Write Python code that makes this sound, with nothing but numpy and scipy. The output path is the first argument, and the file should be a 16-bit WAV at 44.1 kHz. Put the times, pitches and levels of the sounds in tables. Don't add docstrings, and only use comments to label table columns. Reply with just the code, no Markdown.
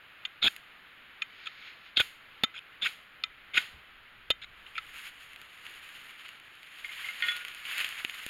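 import sys
import numpy as np
from scipy import signal
from scipy.fft import rfft, irfft
from scipy.io import wavfile
from scipy.ndimage import uniform_filter1d

SR = 44100
rng = np.random.default_rng(int(sys.argv[2]) if len(sys.argv) > 2 else 0)


def wav_record(signal):
    frames = np.transpose(np.atleast_2d(signal))
    bounded = np.clip(frames, -1, 1)
    quanta = np.round(bounded * 32767).astype(np.int16)
    wavfile.write(sys.argv[1], SR, quanta)


N = 365663
TIME = np.arange(N) / SR

# start in seconds, length in seconds, slide level in dB, first bite in dB,
# last catch in dB, low ring in dB, contact resonance at the start in Hz, at the end in Hz, its lift in dB,
# pop in dB (offset in pop), pop length in seconds, boom in Hz, sparks in dB,
# sizzle in dB relative to the sparks (offset in sparks).
STROKES = [(0.426, 0.054, -20.5, -26, -17.5, -45, 3740, 3270, 14, -35.5, .03, 251, -41.5, -9.5),
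           (1.9694, .044, -23.5, -10.5, -15, -21, 3730, 3020, 13, -30.5, .005, 102, -34, -13.5),
           (2.8226, .052, -27.5, -21, -22, -24.5, 3400, 2400, 8, -68, 0.0095, 200, -33.5, -18),
           (3.543, .044, -29.5, -32, -11.5, -21, 3000, 2250, 8.5, -40.5, .004, 298, -28.5, -20.5)]
# start in seconds, level in dB, chatter length in seconds,
# contact resonance in Hz, its lift in dB, pop in dB (offset in pop), boom in Hz.
KNOCKS = [(.251, -21.5, 0.0079, 3100, 7.5, -74, 400), (1.219, -19.5, 0.0076, 2840, 4, -70, 398),
          (1.4696, -26.5, 0.0049, 3360, 6.5, -70, 400), (2.4355, -11.5, 0.01, 3870, 6, -27.5, 242),
          (3.237, -15.5, 0.0042, 4460, 6.5, -55, 400), (4.303, -12, 0.012, 3420, 8.5, -28.5, 600),
          (4.664, -38.5, 0.0057, 2920, 13, -89.5, 400), (4.779, -24, 0.0081, 1470, 7.5, -76, 400)]
# start in seconds, length in seconds, level in dB,
# swell over the rub in dB, contact resonance in Hz, its lift in dB.
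RUBS = [(1.457, 0.025, -44, -6, 3080, 10), (2.54, 0.049, -41.5, 7, 3000, 8.5),
        (4.415, .031, -43.5, 2, 3740, 6), (4.752, 0.0377, -39.5, 3, 2480, 14)]
# start in seconds, level in dB, rattle length in seconds,
# contact resonance in Hz, its lift in dB, damping time to 1/e in seconds.
CLINKS = [(6.845, -27.5, .003, 2210, 12, 0.02), (6.89, -34.5, 0.0085, 2140, 23, 0.068),
          (7.043, -29.5, 0.031, 2110, 24, 0.041), (7.086, -27, 0.025, 2110, 16, 0.028),
          (7.223, -19, 0.012, 3410, 6.5, .4), (7.236, -23, .016, 2120, 7, 0.14),
          (7.284, -18.5, 0.017, 3380, 13, 0.22)]
# start in seconds, level in dB, treble in dB relative (offset in snaps).
SNAPS = [(.564, -38, -4), (5.361, -36.5, -17), (5.416, -39.5, -9.5), (5.666, -33, -21), (6.29, -34.5, -15),
         (6.553, -55, -3), (7.366, -33.5, -6), (7.45, -27.5, -16.5), (7.483, -34, -9), (7.548, -36, -6.5),
         (7.653, -30.5, -27), (7.781, -26.5, -7.5), (7.8456, -21.5, -18), (7.89, -32.5, -5),
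         (8.0489, -18.5, -43), (8.097, -26.5, -19), (8.265, -31, -21)]
# peak in seconds, rise in seconds, fall in seconds, rustle in dB,
# treble in dB relative to it (both offset in grass).
STIRS = [(5.06, 0.16, .05, -39.5, -17), (5.23, 0.11, 0.17, -50, -16), (5.67, 0.076, 0.11, -43, -18.5),
         (5.97, 0.49, 0.27, -46, -17.5), (6.281, 0.13, 0.059, -43, -27), (7.05, 0.21, 0.2, -35.5, -19.5),
         (7.29, 0.098, 0.15, -31.5, -21), (7.809, 0.13, 0.11, -29, -19.5), (8.0, 0.037, 0.015, -32, -22),
         (8.2, 0.45, 0.78, -40, -17)]
# start in seconds, level in dB, crack in dB relative
# (both offset in pop), boom in Hz.
BUMPS = [(8.047, -39, -6, 350), (8.264, -41.5, 2, 100)]
# peak in seconds, rise in seconds, fall in seconds, level in dB (offset in sleeve).
BRUSHES = [(1.44, 0.11, .12, -47.5), (1.68, 0.14, 0.067, -44), (1.87, 0.061, 0.034, -49),
           (2.411, 0.14, 0.11, -58)]
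# peak in seconds, rise in seconds, fall in seconds, level in dB (offset in outdoors).
GUSTS = [(3.26, 0.055, .12, -62.5), (3.75, .03, .06, -59.5), (4.35, 0.39, 0.58, -63)]

# frequency in Hz, level in dB, time to decay by 60 dB in seconds (before choking).
ROD_MODES = [(1300, -4, 0.16), (1760, -17, 0.047), (2038, -1.5, 0.2), (2434, -1, 0.11), (3110, -2.5, 0.14),
             (3468, 5.5, 0.021), (3648, -0.5, 0.12), (3960, -5.5, 0.031), (4640, -18, 0.016),
             (4890, -4, 0.024), (5370, -11.5, 0.053), (6756, -8.5, 0.11), (8900, -12.5, 0.023),
             (10600, -18, 0.033)]
# frequency in Hz, level in dB, 60 dB decay in seconds (undamped).
STEEL_MODES = [(1441, -8, 0.92), (1855, -2, 0.27), (2127, 0, 0.13), (2440, -2, .06), (2930, -3, 0.087),
               (3126, -7.5, 0.14), (3410, -6, 0.24), (4360, -5, 0.044)]

# frequency in Hz, gain in dB.
AIR = [(30, -7.5), (120, -0.5), (500, -1.5), (1300, 1.5), (2100, 2.5), (3000, 2), (4200, -8), (6800, -17),
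       (10000, -14), (15500, -13.5)]
RUSTLE = [(100, -15), (500, -10.5), (1000, -5.5), (1400, -6), (2100, 1), (3000, 4.5), (4200, -3),
          (7000, -8), (10000, -10.5), (15500, -26)]
SIZZLE = [(1000, -19.5), (4000, 2), (7000, 5), (9000, 7), (11500, 3), (15500, -1)]
CLOTH = [(200, -26), (1200, -2), (2200, 11), (4000, 7.5), (6500, 0), (9000, -37), (15500, -31)]
CLICK = [(60, -39), (800, -17), (1400, -4), (2800, 5.5), (5000, -3), (8000, -16.5), (15500, -36)]
THUD = [(30, 2.5), (120, -3.5), (240, 1.5), (450, -2.5), (750, 2), (1200, -11), (3000, -57), (10000, -27)]
CASE = [(30, -9), (950, -10.5), (1350, -2.5), (2100, -3.5), (3400, -6), (4300, -8), (5400, -16),
        (6850, -6.5), (7500, -17.5), (9000, -18), (11700, -13), (15500, -20.5)]
# centre in Hz, width in Hz.
CASE_NULLS = [(5980, 1890), (8020, 1020)]
TOP_HZ = 15850

CHATTER_S, PRESSED_HZ, LOW_RING_HZ, LOW_LIFT_DB = 0.0093, 717, 1470, 21
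LEAD_S, LEAD_DB, LEAD_SWELL_DB = .009, -15.5, 8
LOW_RING_S, CATCH_S = 0.017, .012
CATCHES_FIRE_S, FIRE_DB, FIRE_TREBLE_DB = 4.8, -57, -86
AIR_DB, CALM_DB = -49, -76.5


def strokes(swell_db=1, bite_pop_s=.007, bite_pop_db=-27, last_pop_s=.006, crack_db=-8):
    out = np.zeros(N)
    for (s, length, slide_db, bite_db, catch_db, low_db, start_hz, end_hz, lift_db,
         pop_db, pop_s, boom_hz, sparks_db, sizzle_db) in STROKES:
        end = s + length
        touch = slide(LEAD_S, slide_db + LEAD_DB, LEAD_SWELL_DB, start_hz, start_hz, lift_db)
        add(out, s - LEAD_S, touch)
        add(out, s, knock(bite_db, CHATTER_S, start_hz, lift_db, PRESSED_HZ))
        add(out, s + bite_pop_s, pop(bite_db + bite_pop_db, 0.0029, crack_db, boom_hz))
        add(out, s, slide(length, slide_db, swell_db, start_hz, end_hz, lift_db))
        add(out, end - LOW_RING_S, knock(low_db, CHATTER_S, LOW_RING_HZ, LOW_LIFT_DB, PRESSED_HZ))
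        add(out, end - CATCH_S, knock(catch_db, CHATTER_S, end_hz, lift_db, PRESSED_HZ))
        add(out, end - last_pop_s - pop_s, pop(pop_db, pop_s, crack_db, boom_hz))
        add(out, s, sparks(length - CATCH_S, sparks_db, sizzle_db))
    return out


def slide(length, db, swell_db, start_hz, end_hz, lift_db, slip_hz=240, jitter=.25, tooth_db=1.4,
          stiff_hz=770, wander=0.27, choke_s=0.0019, grit_db=-9, release_s=0.0035):
    t = TIME[:int((length + .03) * SR)]
    tooth = TIME[:SR // 50]
    teeth = np.zeros(len(t) + len(tooth))
    slip_s = 0
    for gap, size, shift in rng.standard_normal((24, 3)):
        blade = ring(ROD_MODES, tooth, stiff_hz * (1 + wander * shift), scatter_db=4.0)
        blade = blade * np.exp(-tooth / choke_s)
        hz = np.interp(slip_s, [0, length], [start_hz, end_hz])
        slip = lift(through(blow(tooth, 0.0029, grit=2.2), blade), hz, lift_db, share=0.35)
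        if slip_s < length:
            add(teeth, slip_s, unit(slip) * undb(tooth_db * size))
        slip_s += np.exp(jitter * gap) / slip_hz
    grit = colour(grains(len(t), 9000, 2.7), CLICK)
    grit = grit * np.exp(-np.maximum(t - length, 0) / release_s)
    pressure = np.minimum(t / 0.0033, 1) * undb(swell_db * np.minimum(t / length, 1))
    scrape = unit(teeth[:len(t)]) + undb(grit_db) * unit(lift(grit, start_hz, lift_db))
    return unit(scrape * pressure) * undb(db) * np.sqrt(len(t) / SR / length)


def knock(db, length, hz, lift_db, stiff_hz, click_db=-3, free=.16, choke_s=.0045):
    t = TIME[:SR // 8]
    force = blow(t, length, grit=1.8)
    modes = [(np.hypot(mode_hz, stiff_hz), mode_db, t60) for mode_hz, mode_db, t60 in ROD_MODES]
    steel = struck(modes, t, force, choke_s, free)
    click = unit(colour(force, CLICK))
    return burst(lift(steel + undb(click_db) * click, hz, lift_db, share=0.54), db)


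def pop(db, length, bright_db, hz, thud_db=10, crack_db=17, boom_db=5.0):
    force = blow(TIME[:SR // 16], length, grit=1.62)
    thud = lift(colour(force, THUD), hz, boom_db, share=1.0)
    crack = colour(force, SIZZLE)
    return burst(thud, db + thud_db) + burst(crack, db + bright_db + crack_db)


def sparks(rise_s, db, bright_db, t60=0.41, sizzle_db=16):
    t = TIME[:SR // 2]
    fizz = unit(colour(grains(len(t), 9000, 2.2), RUSTLE))
    sizzle = unit(colour(grains(len(t), 9000, 2.6), SIZZLE))
    decay_db = -60 * np.maximum(t - rise_s, 0) / t60
    glow = np.minimum(t / rise_s, 1) * undb(db + decay_db)
    return glow * (fizz + undb(bright_db + sizzle_db) * sizzle)


def knocks(stiff_hz=150, pop_lag_s=0.00085, pop_s=0.0048, crack_db=-11):
    out = np.zeros(N)
    for s, db, length, hz, lift_db, pop_db, boom_hz in KNOCKS:
        add(out, s, knock(db, length, hz, lift_db, stiff_hz))
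        add(out, s + pop_lag_s, pop(pop_db, pop_s, crack_db, boom_hz))
    return out


def rubs():
    out = np.zeros(N)
    for s, length, db, swell_db, hz, lift_db in RUBS:
        add(out, s, slide(length, db, swell_db, hz, hz, lift_db))
    return out


def clinks(click_db=-11, choke_s=0.0074, free=1.3):
    out = np.zeros(N)
    t = TIME[:SR // 2]
    for s, db, length, hz, lift_db, damp_s in CLINKS:
        force = blow(t, length, grit=0.91)
        steel = unit(struck(STEEL_MODES, t, force, choke_s, free) * np.exp(-t / damp_s))
        clink = steel + undb(click_db) * unit(colour(force, CLICK))
        add(out, s, burst(lift(clink, hz, lift_db, share=0.14), db))
    return out


def snaps(crisp_db=13, splinter=0.38, splinter_s=0.0067, stalk_hz=2600, stalk_db=5,
          small_db=-43, small_spread_db=3, small_treble_db=-12, count=14):
    out = np.zeros(N)
    t = TIME[:SR // 20]
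    slot_s = (N / SR - CATCHES_FIRE_S) / count
    small = []
    for k, (when, size) in enumerate(rng.random((count, 2))):
        level_db = small_db + small_spread_db * (2 * size - 1)
        small.append((CATCHES_FIRE_S + (k + when) * slot_s, level_db, small_treble_db))
    for s, db, bright_db in SNAPS + small:
        crack = colour(blow(t, splinter_s, grit=splinter), RUSTLE)
        crack = lift(crack, stalk_hz, stalk_db, share=1.0)
        fibres = colour(blow(t, .002, grit=1.5), SIZZLE)
        add(out, s, burst(crack, db) + burst(fibres, db + bright_db + crisp_db))
    return out


def grass(rustle_db=1, crisp_db=18, tick_rate=480, tick_spread_db=2.0, break_db=-3, hiss_db=-6):
    burning = TIME > CATCHES_FIRE_S
    rustle_power = burning * undb(FIRE_DB) ** 2
    treble_power = burning * undb(FIRE_TREBLE_DB) ** 2
    for s, rise, fall, db, bright_db in STIRS:
        rustle_power = rustle_power + swell(s, rise, fall, db)
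        treble_power = treble_power + swell(s, rise, fall, db + bright_db)
    stalks = np.zeros(N)
    for hz in np.geomspace(1100, 14000, 22):
        stalks += resonance(grains(N, tick_rate, tick_spread_db), hz, 260 + hz / 20)
    breaks = undb(break_db) * grains(N, 2500, 3.7)
    hiss = undb(hiss_db) * rng.standard_normal(N)
    crackle = unit(stalks) + breaks + hiss
    body = unit(colour(crackle, RUSTLE)) * undb(rustle_db) * np.sqrt(rustle_power)
    crisp = unit(colour(crackle + 0.97 * grains(N, 7000, 2.9), SIZZLE))
    crisp = crisp * undb(crisp_db) * np.sqrt(treble_power)
    return (body + crisp) * undb(1.43 * walk(45))


def bumps(length=.002):
    out = np.zeros(N)
    for s, db, bright_db, hz in BUMPS:
        add(out, s, pop(db, length, bright_db, hz, boom_db=3))
    return out


def sleeve(cloth_db=2):
    cloth = unit(colour(grains(N, 12000, 2.5), CLOTH))
    power = sum(swell(*brush) for brush in BRUSHES)
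    return cloth * undb(cloth_db) * np.sqrt(power)


def outdoors(wind_db=9, wind_hz=70):
    hiss = unit(colour(rng.standard_normal(N), AIR)) * undb(AIR_DB + 0.57 * walk(6.4))
    low_pass = signal.butter(2, wind_hz, fs=SR, output="sos")
    rumble = unit(signal.sosfilt(low_pass, rng.standard_normal(N)))
    wind = np.sqrt(undb(CALM_DB) ** 2 + sum(swell(*gust) for gust in GUSTS))
    return hiss + rumble * wind * undb(wind_db + 1.5 * walk(14))


def blow(t, length, grit):
    force = grains(len(t), 9000, 2.8) * np.exp(-(t / length) ** 4)
    force *= grit / np.sqrt(np.sum(force ** 2) + 1e-18)
    force[0] += 1
    return force


def ring(modes, t, stiff_hz=0, scatter_db=0):
    hz, db, t60 = np.transpose(modes)[:, :, None]
    db = db + scatter_db * rng.standard_normal(db.shape)
    sign = (-1) ** np.arange(len(modes))[:, None]
    decay = undb(db - 60 * t / t60)
    return np.sum(sign * decay * np.sin(2 * np.pi * np.hypot(hz, stiff_hz) * t), axis=0)


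def struck(modes, t, force, choke_s, free):
    steel = ring(modes, t)
    return unit(through(force, steel * np.exp(-t / choke_s)) + free * steel)


def grains(n, rate, spread_db):
    size = undb(spread_db * np.minimum(rng.exponential(size=n), 2 * np.pi))
    return unit((rng.random(n) < rate / SR) * size * rng.choice([-1, 1], n))


def swell(peak_s, rise_s, fall_s, db):
    distance = np.maximum((peak_s - TIME) / rise_s, (TIME - peak_s) / fall_s)
    return undb(db) ** 2 * np.exp(-2 * distance)


def walk(rate):
    k = int(SR / rate)
    steps = np.repeat(rng.standard_normal(N // k + 1), k)
    return np.sqrt(2) * uniform_filter1d(steps, k)[:N]


def colour(x, points, size=2048):
    hz, db = np.transpose(points)
    bins = np.maximum(np.fft.rfftfreq(size, 1 / SR), 1)
    cepstrum = irfft(np.log(undb(np.interp(np.log(bins), np.log(hz), db))))
    cepstrum[1:size // 2] *= 2
    cepstrum[size // 2 + 1:] = 0
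    return through(x, irfft(np.exp(rfft(cepstrum))))


def resonance(x, hz, width):
    return signal.lfilter(*signal.iirpeak(hz, hz / width, fs=SR), x)


def lift(x, hz, db, share=0.55):
    width = hz * share
    return x + (undb(db) - 1) * resonance(resonance(x, hz, width), hz, width)


def through(x, response):
    return signal.fftconvolve(x, response)[:len(x)]


def undb(db):
    return 10 ** (np.asarray(db) / 20)


def unit(x):
    return x / np.sqrt(np.mean(x ** 2) + 1e-18)


def burst(x, db, size=132):
    return x * undb(db) / np.sqrt(uniform_filter1d(x ** 2, size, mode="constant").max() + 1e-18)


def add(out, s, x):
    i = max(int(s * SR), 0)
    out[i:i + len(x)] += x[:max(N - i, 0)]


def scene():
    tools = strokes() + knocks() + rubs() + bumps() + clinks()
    tinder = snaps() + grass()
    return (tools + tinder + sleeve() + outdoors())[None]


def record(dry):
    x = colour(dry[0], CASE)
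    for hz, width in CASE_NULLS:
        x = signal.lfilter(*signal.iirnotch(hz, hz / width, fs=SR), x)
    low_pass = signal.ellip(10, .2, 70, TOP_HZ, fs=SR, output="sos")
    return signal.sosfilt(low_pass, x)[None]


dry = scene()
out = record(dry)
wav_record(out)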